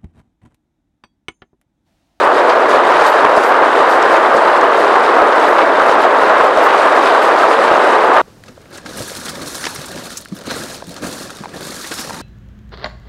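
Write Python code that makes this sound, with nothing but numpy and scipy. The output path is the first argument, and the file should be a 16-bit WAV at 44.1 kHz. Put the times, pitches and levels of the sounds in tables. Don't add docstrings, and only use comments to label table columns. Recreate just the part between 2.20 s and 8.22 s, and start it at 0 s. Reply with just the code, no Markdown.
import sys
import numpy as np
from scipy import signal
from scipy.fft import rfft, irfft, next_fast_len
from scipy.io import wavfile
from scipy.ndimage import map_coordinates

SR = 44100
rng = np.random.default_rng(int(sys.argv[2]) if len(sys.argv) > 2 else 0)


def log_audio(samples):
    frames = np.atleast_2d(samples).T
    limited = np.clip(frames, -1, 1)
    pcm = np.round(limited * 32767).astype(np.int16)
    wavfile.write(sys.argv[1], SR, pcm)


N = 265299

# frequency_hz, relative_level_db (per Hz)
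CHIP_SPECTRUM = [(2500, -40), (4500, 11), (5600, 6), (7000, 3), (8700, 3.5), (10000, -2), (11800, -3.5),
                 (12800, -40), (14500, -42)]
# start_s, roof_boom_db, bonnet_boom_db, knock_db, knock_hz, overload_thump_db
HEAVY_STONES = [(0.074, -28, -19, 7.5, 885, -55), (0.176, -24, -18, -3, 1080, -42),
                (0.499, -15, -27, -9, 587, -55), (0.545, -14, -18, 6, 544, -41),
                (0.754, -26, -13, 3, 920, -32), (0.812, -21, -18, 0, 960, -32),
                (1.046, -8, -7, 2, 990, -45), (1.062, -26, -16, 3, 1410, -33),
                (1.169, -10, -12, 4, 445, -39), (1.312, -10, -7.5, 5, 1010, -39),
                (1.422, -8, -8, 4, 1080, -30), (1.616, -23, -20, 2, 744, -38),
                (1.759, -20, -27, -3, 970, -33), (1.957, -18, -11, 0, 1280, -47),
                (2.05, -28, -12, 3, 1130, -55), (2.146, -7, -19, 7, 563, -32),
                (2.265, -8, -18, -3, 660, -42), (2.604, -22, -28, 1, 600, -36),
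                (2.756, -11, -10, 6, 820, -34), (2.852, -16, -18, 1, 860, -35),
                (2.983, -24, -13, -9, 680, -55), (3.019, -7, -20, 9, 660, -30),
                (3.283, -16, -14, -1, 900, -44), (3.387, -26, -13, 4, 975, -43),
                (3.496, -24, -24, 6, 714, -37), (3.595, -28, -11, -6, 1190, -55),
                (3.633, -17, -26, 3, 564, -36), (3.754, -22, -20, 4.5, 840, -40),
                (3.851, -12, -17, 7, 750, -57), (4.022, -16, -27, -4, 1060, -36),
                (4.072, -23, -22, 1, 800, -35), (4.135, -26, -11, 0, 1220, -39),
                (4.201, -10, -8.5, 6, 726, -45), (4.241, -19, -11, 6, 710, -40),
                (4.372, -12, -23, 5, 650, -29), (4.456, -24, -6, -1, 1150, -55),
                (4.547, -24, -26, 2, 880, -40), (4.652, -11, -9, 7, 670, -34),
                (4.775, -8, -19, 5, 1000, -35), (4.876, -25, -17, -2, 1080, -40),
                (5.242, -13, -26, 3, 566, -40), (5.312, -18, -13, -2, 1030, -55),
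                (5.393, -20, -14, 7, 517, -35), (5.513, -14, -11, 6, 580, -36),
                (5.672, -13, -19, 4, 744, -35), (5.728, -12, -15, 1, 900, -40),
                (5.827, -18, -15, -3, 624, -40), (5.965, -24, -7, 7, 1000, -38)]


def amp(db):
    return 10 ** (np.asarray(db) / 20)


def unit(x):
    return x / np.sqrt(np.mean(x ** 2) + 1e-20)


def along(points, hz):
    f, v = np.transpose(points)
    return np.interp(np.log(hz + 1), np.log(f), v)


def curves(rows):
    s, *columns = np.transpose(rows)
    return [np.interp(np.arange(N) / SR, s, column) for column in columns]


def wobble(rate):
    knots = rng.standard_normal(int(N * rate / SR) + 4)
    return map_coordinates(knots, [np.arange(N) * rate / SR])


def swells(times, levels_db, rise, t60):
    t = np.arange(SR // 2) / SR
    out = np.zeros(N + SR)
    for s, db in zip(times, levels_db):
        out[round(s * SR):][:len(t)] += amp(db - 60 * t / t60) * (1 - np.exp(-t / rise))
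    return out[:N]


def coloured(x, spectrum, size=4096):
    log_gain = np.log(amp(along(spectrum, np.fft.rfftfreq(size, 1 / SR))))
    cepstrum = irfft(log_gain)
    cepstrum[1:size // 2] *= 2
    cepstrum[size // 2 + 1:] = 0
    response = irfft(np.exp(rfft(cepstrum)))
    return signal.fftconvolve(x, response)[:len(x)]


def click(hz, t, cycles):
    turns = hz * np.maximum(t, 0)
    build = 1 - np.exp(-5 * turns)
    return np.sin(2 * np.pi * turns) * build * np.exp(-turns / cycles)


def superposed(when, sounds):
    at = (when * N).astype(int)[:, None] + np.arange(sounds.shape[1])
    return unit(np.bincount(at.ravel(), sounds.ravel(), N)[:N])


def pelting(spectrum, per_second, spread_db, t60, contact, size=4096):
    length = N + size
    lands = rng.random(length) < per_second / SR
    blows = lands * amp(spread_db * np.clip(rng.standard_normal(length), -2, 2))
    dying = amp(-60 * np.arange(size) / SR / t60) ** 2
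    energy = np.abs(signal.fftconvolve(blows ** 2, dying / dying.sum())[:length])
    ring = np.sqrt(energy) * rng.standard_normal(length)
    contacts = contact * blows * rng.choice([-1, 1], length)
    return unit(coloured(contacts + ring, spectrum)[size:])


def pings(per_second, centre_hz, octaves, cycles, spread_db, size=512):
    t = np.arange(size) / SR
    when, pitch, weight = rng.random((int(per_second * N / SR), 3)).T
    hz = centre_hz * 2 ** (octaves * (2 * pitch[:, None] - 1))
    gain = amp(spread_db * weight[:, None] ** 2) * centre_hz / hz
    return superposed(when, gain * click(hz, t, cycles))


def crackles(pitch_hz=11500, octaves=0.35, cycles=7, spread_s=0.007, count=4, size=1024):
    # start_s, relative_level_db
    crackle_events = [(0.375, -37), (1.05, -34), (1.85, -35), (2.148, -33), (2.603, -31), (3.634, -36),
                      (3.66, -32), (3.819, -31), (4.028, -32), (4.243, -32), (4.373, -33), (4.547, -32),
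                      (4.82, -33), (5.84, -33), (5.969, -31)]
    t = np.arange(size) / SR
    out = np.zeros(N + size)
    for s, db in crackle_events:
        delays, pitches = rng.random((2, count, 1))
        hz = pitch_hz * 2 ** (octaves * (2 * pitches - 1))
        ticks = click(hz, t - spread_s * delays, cycles)
        out[round(s * SR):][:size] += amp(db) * ticks.sum(0)
    return out[:N]


def overload_thumps(thump_hz=58, t60=0.032, thump_gain_db=6.5, size=4096):
    t = np.arange(size) / SR
    out = np.zeros(N + size)
    for s, *_, db in HEAVY_STONES:
        envelope = amp(db + thump_gain_db - 60 * t / t60)
        out[round(s * SR):][:size] += envelope * np.sin(2 * np.pi * thump_hz * t)
    return out[:N]


def sprays(rise=0.0084, chips_t60=0.4, fine_t60=0.27):
    # start_s, chips_db, fine_hiss_db
    bursts = [(0.03, -36, -48), (0.28, -49, -56), (0.485, -34, -50), (0.857, -36, -32), (1.15, -30, -46),
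              (1.228, -36, -32), (1.49, -41, -52), (1.685, -34, -35), (1.90, -33.5, -54), (2.15, -35, -53),
              (2.245, -47, -58), (2.40, -48, -60), (2.56, -38, -48), (3.275, -36, -39), (4.03, -47, -50),
              (4.425, -31.5, -34), (4.745, -38, -50), (5.02, -35, -37), (5.55, -47, -52)]
    # frequency_hz, relative_level_db (per Hz)
    fine_spectrum = [(6000, -30), (10000, -10), (11500, 7), (12500, 12), (14300, -5)]
    times, chips_db, fine_db = np.transpose(bursts)
    skitter = pelting(CHIP_SPECTRUM, per_second=900, spread_db=-1, t60=0.047, contact=0.3)
    hiss = pelting(fine_spectrum, per_second=650, spread_db=6.0, t60=0.013, contact=0.5)
    chips = swells(times, chips_db, rise, chips_t60) * skitter
    fine = swells(times, fine_db, rise, fine_t60) * hiss
    return chips + fine


def ice(glass_db, chips_db):
    # frequency_hz, relative_level_db (per Hz)
    glass_spectrum = [(900, -40), (1800, 3), (2400, -0.5), (3000, -2), (3300, -5), (3750, 0.5), (4400, -8),
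                      (4850, -11), (5500, -18.5), (8000, -21.5), (14000, -72)]
    # frequency_hz, relative_level_db (per Hz)
    rap_spectrum = [(120, -45), (500, -17), (1500, 4.5), (3000, -8), (5000, -19), (8000, -28), (11000, -40),
                    (14000, -67)]
    windscreen = pelting(glass_spectrum, per_second=560, spread_db=1.2, t60=0.04, contact=0.12)
    ticks = amp(glass_db - 2.5) * windscreen
    raps = amp(glass_db - 3) * pelting(rap_spectrum, per_second=130, spread_db=1.2, t60=0.02, contact=0.2)
    small_stones = pings(per_second=520, centre_hz=3400, octaves=0.65, cycles=5.5, spread_db=10)
    clicks = amp(glass_db - 5) * small_stones
    skitter = pelting(CHIP_SPECTRUM, per_second=1700, spread_db=2, t60=0.05, contact=0.25)
    splinters = pings(per_second=170, centre_hz=7200, octaves=0.55, cycles=9, spread_db=8)
    chips = amp(chips_db - 0.1) * (skitter + amp(-8) * splinters)
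    return ticks + raps + clicks + chips


def breaking_ice():
    # time_s, level_db
    glass_fall = [(0.0, -40.5), (0.13, -44), (0.3, -43), (0.53, -43), (0.87, -37.5), (1.02, -42),
                  (1.81, -41), (3.02, -42), (3.25, -40), (3.5, -42), (4.0, -41.5), (4.24, -40.5),
                  (4.86, -39), (5.8, -39.5), (6.02, -41)]
    fall_db, = curves(glass_fall)
    shatter_db = fall_db - fall_db.mean() + 1.45 * wobble(22)
    return ice(glass_db=-28.5 + 0.85 * shatter_db, chips_db=-41.5 + 1.3 * shatter_db)


def big_stones(clack_cycles=2.8, clack_db=-1, upper_ratio=1.36, upper_db=-7,
               octaves=0.63, piece_cycles=2.6, count=22, size=4096):
    # start_s, clack_db, clack_hz, pieces_db, flight_s
    stones = [(0.296, -12, 3230, -22.5, 0.007), (0.545, -20, 2750, -23, 0.008),
              (0.723, -20, 2960, -28, 0.005), (0.741, -19, 3280, -31, 0.005), (0.81, -20, 4200, -29, 0.004),
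              (0.864, -22, 6000, -28, 0.006), (0.991, -16, 3870, -31, 0.006),
              (1.047, -21, 3200, -30, 0.008), (1.163, -28, 6500, -33.5, 0.009),
              (1.234, -20, 7000, -38, 0.003), (1.318, -17, 2450, -25, 0.007),
              (1.366, -27, 5320, -36, 0.004), (1.528, -26, 3620, -34, 0.004),
              (1.562, -13, 2930, -32, 0.006), (1.825, -14, 5500, -24, 0.0015),
              (1.835, -15, 3460, -30, 0.006), (1.885, -23, 3500, -29, 0.006),
              (1.967, -17, 6500, -36, 0.002), (2.164, -24, 5200, -32, 0.007),
              (2.252, -12, 2710, -26, 0.007), (2.411, -20, 6200, -29.5, 0.003),
              (2.76, -25, 3320, -32, 0.006), (2.979, -17, 2820, -34, 0.005), (3.124, -18, 3750, -27, 0.005),
              (3.257, -18, 2910, -33, 0.007), (3.384, -9, 2570, -20, 0.008), (3.416, -21, 2930, -21, 0.007),
              (3.819, -29, 8500, -38, 0.002), (3.83, -15, 2510, -28, 0.005), (4.155, -19, 2360, -28, 0.006),
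              (4.179, -19, 2780, -26, 0.005), (4.216, -18, 2930, -25, 0.005),
              (4.243, -27, 5400, -33, 0.002), (4.372, -25, 5200, -30, 0.002),
              (4.487, -21, 2800, -21, 0.014), (4.529, -11, 2510, -24, 0.006),
              (4.776, -22, 3680, -36, 0.004), (4.821, -15, 2820, -20.5, 0.007),
              (4.858, -19, 3100, -22, 0.011), (4.905, -21, 3500, -28, 0.006),
              (4.972, -27, 7490, -41, 0.004), (5.024, -11, 2680, -26, 0.006),
              (5.235, -18, 3020, -35, 0.006), (5.314, -18, 2800, -28, 0.007),
              (5.435, -27, 7710, -38, 0.005), (5.478, -15, 3240, -28, 0.007),
              (5.568, -25, 3770, -35, 0.004), (5.94, -25, 7600, -38, 0.004), (5.974, -12, 2850, -37, 0.005)]
    t = np.arange(size) / SR
    out = np.zeros(N + size)
    for s, db, hz, pieces_db, flight_s in stones:
        upper = click(upper_ratio * hz, t, clack_cycles)
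        clack = click(hz, t, clack_cycles) + amp(upper_db) * upper
        delays = flight_s * rng.gamma(1.5, 0.8, (count, 1))
        ratios = 2 ** (octaves * rng.uniform(-1.17, 1, (count, 1)))
        pieces = (click(hz * ratios, t - delays, piece_cycles) / ratios).sum(0)
        pieces /= np.sqrt(np.sum(pieces ** 2) / (2 * flight_s * SR))
        out[round(s * SR):][:size] += amp(db + clack_db) * clack + amp(pieces_db) * pieces
    return out[:N]


def heavy_knocks(t60=0.025, knock_db=-5.5, upper_ratio=1.5, upper_db=-7, size=4096):
    t = np.arange(size) / SR
    out = np.zeros(N + size)
    for s, _, _, db, hz, _ in HEAVY_STONES:
        cycles = hz * t60 / np.log(1000)
        upper_hz = hz * upper_ratio * 2 ** rng.normal(0, 0.13)
        knock = click(hz, t, cycles) + amp(upper_db) * click(upper_hz, t, cycles)
        out[round(s * SR):][:size] += amp(db + knock_db) * knock
    return out[:N]


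def knocks(per_second, centre_hz, octaves, t60, spread_db, size=2048, count=3):
    t = np.arange(size) / SR
    draws = rng.random((int(per_second * N / SR), count + 2))
    when, weight, spots = draws[:, 0], draws[:, 1:2], draws[:, 2:]
    modes_hz = centre_hz * 2 ** (octaves * (2 * spots - 1))
    modes = sum(np.sin(2 * np.pi * hz[:, None] * t) for hz in modes_hz.T)
    rings = modes * amp(-60 * t / t60)
    gain = amp(spread_db * weight) * rng.choice([-1, 1], weight.shape)
    return superposed(when, gain * rings)


def sheet_metal():
    # frequency_hz, relative_level_db (per Hz)
    roof_spectrum = [(60, -71.5), (120, -38), (160, -24.5), (200, -21.5), (260, -11), (330, -5.5), (420, 0),
                     (510, 0.5), (660, 1.5), (850, -10.5), (1300, -17.5), (3000, -66.5)]
    bonnet_spectrum = [(100, -63), (200, -47.5), (500, -18), (750, -1), (970, 1), (1220, 0), (1400, -4.5),
                       (1600, -5.5), (1950, -11), (2300, -19), (3200, -25), (6000, -63.5)]
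    # time_s, relative_level_db
    bonnet_fall = [(0.0, -12.5), (0.45, -14), (0.72, -11), (1.2, -11.5), (1.75, -12), (2.0, -10.5),
                   (2.2, -12), (2.45, -11), (2.62, -13.5), (3.15, -12), (3.42, -12.5), (3.88, -13),
                   (4.13, -11.5), (4.32, -13), (4.48, -11.5), (4.9, -11.5), (5.85, -12.5), (6.02, -10.5)]
    bonnet_db, = curves(bonnet_fall)
    times, roof_boom_db, bonnet_boom_db, *_ = np.transpose(HEAVY_STONES)
    roof_boom = swells(times, roof_boom_db, rise=0.0016, t60=0.19)
    bonnet_boom = swells(times, bonnet_boom_db, rise=0.0016, t60=0.19)
    roof_gain = np.hypot(amp(-13.5), roof_boom)
    bonnet_gain = np.hypot(amp(bonnet_db + 0.57), bonnet_boom)
    roof = roof_gain * pelting(roof_spectrum, per_second=2400, spread_db=-0.5, t60=0.13, contact=0.39)
    bonnet = bonnet_gain * pelting(bonnet_spectrum, per_second=800, spread_db=0, t60=0.26, contact=0.46)
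    middling = knocks(per_second=190, centre_hz=970, octaves=0.8, t60=0.034, spread_db=5)
    blows = amp(bonnet_db - 5.5) * middling + heavy_knocks()
    high_pass = signal.butter(4, 300, "high", fs=SR, output="sos")
    radiated = signal.sosfilt(high_pass, blows)
    return roof + bonnet + radiated


def scene():
    overload = crackles() + overload_thumps()
    return (overload + sprays() + breaking_ice() + big_stones() + sheet_metal())[None]


def gain_control(x, aim_db=-9, memory_s=0.081, slope=0.82):
    keep = np.exp(-1 / (memory_s * SR))
    excess = 1 + signal.lfilter([1 - keep], [1, -keep], (x / amp(aim_db)) ** 2 - 1)
    return x * np.sqrt(np.abs(excess)) ** -slope


def record(dry):
    # frequency_hz, gain_db
    band_shape = [(40, -5.5), (90, -4), (150, 0), (11800, 0), (12600, -10), (13300, -6), (14600, -9)]
    hardness, top_hz = 18, 14600
    held = gain_control(dry)
    clipped = held / (1 + np.abs(held) ** hardness) ** (1 / hardness)
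    m = next_fast_len(N + SR // 2)
    hz = np.fft.rfftfreq(m, 1 / SR)
    gain = amp(along(band_shape, hz)) * (hz < top_hz)
    return irfft(rfft(clipped, m) * gain, m)[..., :N]


dry = scene()
out = record(dry)
log_audio(out)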